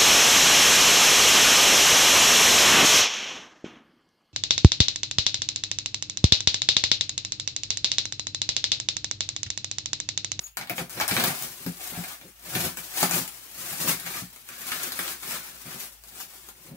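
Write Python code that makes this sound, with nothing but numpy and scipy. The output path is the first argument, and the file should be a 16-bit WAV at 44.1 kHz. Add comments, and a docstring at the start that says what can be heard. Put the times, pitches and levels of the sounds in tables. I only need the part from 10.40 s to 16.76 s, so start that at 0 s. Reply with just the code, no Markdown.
"""Hands pull, cut and tear stretch film off a cardboard box, left of a phone in a small room.
Random clicks make the crinkle, sharp noise bursts the snaps where the film lets go. The same pull rasps
on the card walls and drums the hollow box, both banks of resonances; slaps strike the box and a finger
squeaks once on the film. Room echoes, soft noise and a faint motor hum lie behind."""
import sys
import numpy as np
from scipy import signal
from scipy.fft import rfft, irfft, next_fast_len
from scipy.io import wavfile
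from scipy.ndimage import map_coordinates

SR = 44100
rng = np.random.default_rng(int(sys.argv[2]) if len(sys.argv) > 2 else 0)


def put_to_file(sound):
    """Save the sound as 16-bit audio at rate SR, in the file named by the first command-line argument."""
    columns = np.atleast_2d(sound).T  # one column per channel
    safe = np.clip(columns, -1, 1)
    whole_steps = np.round(safe * 32767)
    wavfile.write(sys.argv[1], SR, whole_steps.astype(np.int16))


N = 280476

# levels in dB are relative drives unless called rms
# the film lets go: start_s, crack_db, card_share_db (on top of crack_db)
FILM_SNAPS = [(0.068, -29.5, -21), (0.171, -11, -11), (0.212, -32.5, 8), (0.273, -32, 0),
              (0.297, -15.5, -1), (0.381, -29, 10.5), (0.496, -23, -37), (0.6, -16.5, 1), (0.612, -17.5, 5),
              (0.68, -7, -19), (0.712, -18.5, 5), (0.766, -17.5, 6), (0.799, -19, 5.5), (0.839, -6, -8),
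              (1.024, -14, -23), (1.264, -17.5, -12), (1.408, -27, -4), (1.813, -37, 0.5),
              (1.639, -26, -0.5), (1.899, -46, -24), (2.152, -16, 1), (2.372, -16, -12.5),
              (2.556, -28, -25), (2.629, -6.5, -4.5), (2.695, -14, -10), (2.711, -8.5, -13),
              (2.745, -8.5, -13), (2.878, -18, -25), (3.328, -18.5, -12), (3.427, -22, -27),
              (3.599, -20, -31), (3.962, -28, -10), (4.089, -22.5, -9), (4.319, -23, 6), (4.433, -16, -27),
              (4.521, -17, -10), (4.591, -9, -11), (4.679, -17.5, -6), (4.831, -30.5, 2), (4.954, -35, -12),
              (5.638, -30, -17), (5.777, -31, -19), (5.803, -20, -22), (5.937, -33, -13),
              (6.088, -24, -17.5)]


def amp(db):
    """dB to gain."""
    return 10 ** (np.asarray(db) / 20)


def unit(x):
    """Scaled to rms 1."""
    return x / np.sqrt(np.mean(x ** 2) + 1e-20)


def along(points, hz):
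    """(Hz, value) points read on a log frequency axis."""
    f, v = np.transpose(points)
    return np.interp(np.log(hz + 1), np.log(f + 1), v)


def curves(rows):
    """One value per sample for each column after the time."""
    s, *cols = np.transpose(rows)
    t = np.arange(N) / SR
    return [np.interp(t, s, c, right=c[-1]) for c in cols]


def wobble(knots_per_s):
    """A smooth random curve through normal random knots."""
    knots = rng.standard_normal(int(N * knots_per_s / SR) + 4)
    return map_coordinates(knots, [np.arange(N) * knots_per_s / SR])


def filtered(x, response):
    """x shaped by a complex response of frequency."""
    m = next_fast_len(N + SR // 2)
    hz = np.fft.rfftfreq(m, 1 / SR)
    return irfft(rfft(x, m) * response(hz), m)[..., :N]


def modes(table):
    """Causal response of parallel resonances with alternating signs."""
    def response(f):
        total = 0
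        for k, (center_hz, width_hz, db) in enumerate(table):
            loss = 1j * f * width_hz
            total = total + (-1) ** k * amp(db) * loss / (center_hz ** 2 - f ** 2 + loss)
        return total
    return response


def pull():
    """Strength of crinkle, rasp and drumming: tugs swell, hold and let go; loose film fills the gaps."""
    # tugs at the film: full_from_s, swell_s, hold_s, crinkle_db, rasp_db and drum_db (above crinkle)
    tug_rows = [(0.177, .006, 0.053, -53.5, 14, 6), (0.302, 0.0054, 0.0088, -47.5, -5, 10),
                (.36, .02, 0.017, -36, -19, -14), (0.384, .01, 0.012, -36.5, 5, 2),
                (0.501, 0.0083, .04, -42.5, -12, -16), (.57, 0.064, .02, -42.5, 11.5, 2.5),
                (0.603, 0.013, 0.012, -34, 8.5, -4), (.685, 0.013, .065, -31.5, 4, -7.5),
                (0.771, 0.045, 0.12, -32, 6, -0.5), (1.009, 0.074, 0.04, -37.5, -6, -9.5),
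                (1.24, 0.22, 0.057, -43.5, -28, -7), (1.412, 0.1, .1, -40.5, -3, -20),
                (1.53, 0.034, 0.19, -39.5, 0.5, -15.5), (1.81, .02, .04, -52, -18, 2),
                (2.06, .06, 0.076, -39, -1.5, -8.5), (2.15, 0.058, 0.11, -29, -1.5, -4.5),
                (2.375, .01, 0.014, -41, -14, -4), (2.565, 0.046, 0.054, -29.5, -4, -34),
                (2.619, 0.11, 0.011, -27, -4.5, -22), (2.71, 0.096, 0.077, -27.5, -9, -8),
                (3.19, 0.076, 0.15, -36.5, -5.5, -16), (3.41, 0.13, 0.064, -30, -6, -9.5),
                (3.488, 0.073, 0.012, -22.5, -2, -12), (3.66, 0.11, .12, -36.5, 2, -11.5),
                (4.095, 0.0071, 0.11, -54.5, 9, -6), (4.298, 0.25, 0.17, -34.5, 0.5, -19),
                (4.595, 0.27, 0.12, -36, -2, -13), (4.88, 0.077, 0.08, -34, 3, -14.5),
                (5.04, 0.086, 0.047, -46.5, 5, -15), (5.27, 0.064, 0.073, -45.5, 7, -2),
                (5.41, 0.24, 0.038, -38.5, -13, -39), (5.645, .01, 0.091, -52.5, -19, -14),
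                (5.8, 0.22, 0.022, -41, -10.5, -14), (5.9, 0.071, .19, -47.5, -16, -16),
                (6.2, 0.055, 0.08, -51, -13, -12), (6.33, 0.18, .03, -61.5, 3, 17.5)]
    # loose film rustling between tugs: time_s, level_db
    loose_rows = [(0, -43.5), (.13, -73), (.48, -70), (.9, -35.5), (1.15, -45), (1.95, -54.5), (2.45, -42),
                  (3.05, -46.5), (3.55, -42.5), (4.0, -53), (4.55, -43.5), (5.17, -45.5), (5.5, -51),
                  (5.61, -58), (6.15, -58.5), (6.36, -63)]
    loose_rasp_db, loose_drum_db = -8, -18.5  # above the rustle
    swell_db, fall_db_per_s = 20, 282  # gain over swell_s; rate of letting go
    t = np.arange(N) / SR
    loose_db = curves(loose_rows)[0] + np.array([[0], [loose_rasp_db], [loose_drum_db]])
    power = amp(loose_db) ** 2
    for s, swell_s, hold_s, db, rasp_db, drum_db in tug_rows:
        near = slice(max(round((s - 2 * swell_s) * SR), 0), round((s + hold_s + .25) * SR))
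        lack_db = swell_db * np.maximum(s - t[near], 0) / swell_s
        lack_db += fall_db_per_s * np.maximum(t[near] - s - hold_s, 0)
        power[:, near] += amp(db - lack_db + np.array([[0], [rasp_db], [drum_db]])) ** 2
    return np.sqrt(power)


def clicks(per_s, spread_db, clump_db):
    """Random buckles of rms 1: many small, a few large, coming in clumps."""
    chance, size, sign = rng.random((3, N))
    sizes = amp(-spread_db * np.log(size + 0.0019))
    train = (chance < per_s / SR) * sizes * np.sign(sign - .5)
    return unit(train * amp(clump_db * wobble(60)))


def bursts(level_db, spray_t60_s, crack_t60_s):
    """Each snap: a dying spray of smaller buckles (row 0) and a sharp crack (row 1)."""
    spray_db = -17.5  # initial rms, relative to the crack
    out = np.zeros((2, N + SR))
    t = np.arange(SR // 8) / SR
    for (s, *_), db in zip(FILM_SNAPS, level_db):
        spray = unit(rng.laplace(size=len(t))) * amp(spray_db - 60 * t / spray_t60_s)
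        crack = amp(-60 * t / crack_t60_s) * np.sign(rng.standard_normal(len(t)))
        out[:, round(s * SR):][:, :len(t)] += amp(db) * np.array([spray, crack])
    return out[:, :N]


def film():
    """Bright crinkle: dense buckles under the pull, plus the snaps; rows rustle, cracks."""
    # film spectrum, overall gain normalized: freq_hz, density_db
    film_colour = [(180, -17), (300, -8), (379, -5), (455, -11.5), (502, -9.5), (978, -6), (2980, -5.5),
                   (12500, -4.5), (16000, -4.5)]
    colour = lambda hz: amp(along(film_colour, hz))
    gain = 1 / np.sqrt(np.mean(colour(np.linspace(0, SR / 2, 999)) ** 2))
    force = bursts(np.transpose(FILM_SNAPS)[1], spray_t60_s=0.037, crack_t60_s=0.0024)
    force[0] += amp(1.5) * pull()[0] * clicks(4000, spread_db=4.0, clump_db=1.5)
    return gain * filtered(force, colour)


def card():
    """Coarser slips of the film on the card, and the snaps, ring the walls; rows rustle, cracks."""
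    # wall resonances: center_hz, width_hz, level_db
    card_modes = [(719, 110, 5), (940, 230, -0.5), (1195, 180, -0.5), (1426, 154, 1.5), (1700, 267, 0.5),
                  (2340, 310, 0), (3930, 1560, -7.5)]
    # gain of the two lowest wall resonances: time_s, level_db
    low_wall_rows = [(0, -0.5), (2.5, -1.5), (4.0, -10), (5, -7.5), (6.36, 7.5)]
    _, crack_db, share_db = np.transpose(FILM_SNAPS)
    force = bursts(crack_db + share_db + 15.0, spray_t60_s=0.088, crack_t60_s=0.0036)
    force[0] += amp(5.5) * pull()[1] * clicks(2500, spread_db=4.5, clump_db=1.0)
    low = amp(curves(low_wall_rows)[0]) * filtered(force, modes(card_modes[:2]))
    return low + filtered(force, modes(card_modes[2:]))


def box():
    """Tugs drum the hollow box; slaps strike each of its modes at new strengths."""
    # air and panel resonances: center_hz, width_hz (undamped by the palm), level_db
    box_modes = [(132, 42, -0.5), (179, 18.4, 2.5), (234.4, 23.2, -0.5), (263.3, 24, -1.5), (318, 94, -5.5),
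                 (383, 43, -3), (518, 43, -7.5)]
    # a hand or the taut film slaps the box: start_s, strike_db, tilt_db_per_octave
    slap_rows = [(0.299, -32, 5), (0.38, -28, 11), (0.716, -13, -3), (1.263, -14.5, 1.5),
                 (1.286, -18.5, -5.5), (1.522, -27.5, 4), (1.576, -17, -5.5), (1.594, -23.5, -4),
                 (2.155, -15, 2), (2.191, -19.5, -4), (2.629, -15, 8.5), (3.488, -21, 2), (3.822, -20, -10),
                 (4.589, -33, 11), (6.325, -31, 4)]
    palm_damping = 1.15  # the hand on the box shortens the slaps' ring
    onset_s = 0.0059
    tugs = amp(27) * pull()[2] * clicks(2000, spread_db=3.0, clump_db=3.0)
    slaps = np.zeros(N + SR)
    t = np.arange(SR // 6) / SR
    for s, db, tilt_db in slap_rows:
        ring = np.zeros(len(t))
        for hz, width_hz, level_db in box_modes:
            octaves = np.log2(hz / box_modes[1][0])
            mode_db = level_db + tilt_db * octaves + rng.normal(0, 0.78)
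            decay = np.exp(-np.pi * width_hz * palm_damping * t)
            ring += amp(mode_db) * decay * np.sin(2 * np.pi * hz * t)
        slaps[round(s * SR):][:len(t)] += amp(db) * ring * (1 - np.exp(-t / onset_s))
    return filtered(tugs, modes(box_modes)) + slaps[:N]


def squeak():
    """A finger's short high stick-slip tone on the film, with a weak octave."""
    pitch_hz, peak_s, level_db = 6720, 0.043, -33
    rise_s, t60_s = 0.007, 0.054
    phase = 2 * np.pi * np.cumsum(pitch_hz + 15 * wobble(25)) / SR
    t = np.arange(N) / SR - peak_s
    shape = np.where(t < 0, np.exp(-(t / rise_s) ** 2), amp(-60 * np.abs(t) / t60_s))
    return amp(level_db) * shape * (np.sin(phase) + amp(-7.5) * np.sin(2 * phase))


def room(x, size=700):
    """Walls answer, unlike at the two ports except in the bass; each piece of x gets a new echo."""
    # decay: freq_hz, t60_s
    room_decay = [(150, 0.13), (1000, 0.16), (5000, 0.17), (15000, 0.14)]
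    delay = 60  # samples
    count = N // size + 1
    hz, t, z = signal.stft(rng.standard_normal((count, 2, SR // 9)), SR, nperseg=256)
    alike = (1 / (1 + (hz / 450) ** 2))[:, None]
    z[:, 1] = alike * z[:, 0] + np.sqrt(1 - alike ** 2) * z[:, 1]
    decay = amp(-60 * t / along(room_decay, hz)[:, None])
    tails = signal.istft(z * decay, SR, nperseg=256)[1]
    tails /= np.sqrt(np.mean(np.sum(tails ** 2, axis=2)))
    # each buckle sits elsewhere, so the answer keeps changing
    pieces = np.pad(x, (0, count * size - N)).reshape(count, 1, size)
    out = np.zeros((2, N + SR))
    for k, echo in enumerate(signal.fftconvolve(pieces, tails, axes=2)):
        out[:, k * size + delay:][:, :echo.shape[1]] += echo
    return out[:, :N]


def background():
    """Soft shaped noise, independent at the ports, and a motor hum wavering in pitch and level."""
    # room noise spectrum, overall level normalized: freq_hz, density_db
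    air_colour = [(30, 5), (120, -4), (340, -45), (480, -37), (900, -30), (2700, -7.5), (6000, -37),
                  (16000, -7.5)]
    # motor hum: pitch_hz (mean), rms_db (without the wavering)
    hum_tones = [(56, -62.5), (120, -74)]
    noise = rng.standard_normal((2, N))
    air = amp(-56.5) * unit(filtered(noise, lambda hz: amp(along(air_colour, hz))))
    drift = 2 * np.pi * np.cumsum(1 + 0.0307 * wobble(8.1)) / SR
    hum = np.zeros(N)
    for hz, rms_db in hum_tones:
        hum += amp(rms_db + 3 + 2.5 * wobble(8)) * np.sin(hz * drift)  # +3 dB: rms to peak
    return air + hum


def scene():
    """The direct sound reaches the left port first; the room follows."""
    # the left port faces the box: freq_hz, left_minus_right_db
    port_shadow = [(60, 2), (4000, 1.2), (7000, 4), (10000, 7), (16000, 8.5)]
    lead_s = 6 / SR
    rustle, cracks = film() + card()
    near, low = rustle + cracks + squeak(), box()
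    # the film lets go on the face turned to the phone, so cracks come straighter than the rustle
    facing = amp(-1) * cracks
    side = np.array([[.5], [-.5]])
    direct = filtered(near + facing + low, lambda hz: np.exp(2j * np.pi * hz * lead_s * side))
    both = amp(-7.5) * direct + room(near) + amp(-13) * room(low, size=8192)
    return filtered(both, lambda hz: amp(side * along(port_shadow, hz))) + background()


def record(dry):
    """The phone cuts the deep bass and keeps nothing above its band limit."""
    top_hz, bass_cut_hz = 15750, 48
    return filtered(dry, lambda hz: (hz < top_hz) / (1 + (bass_cut_hz / (hz + 1)) ** 6))


dry = scene()
out = record(dry)
put_to_file(out)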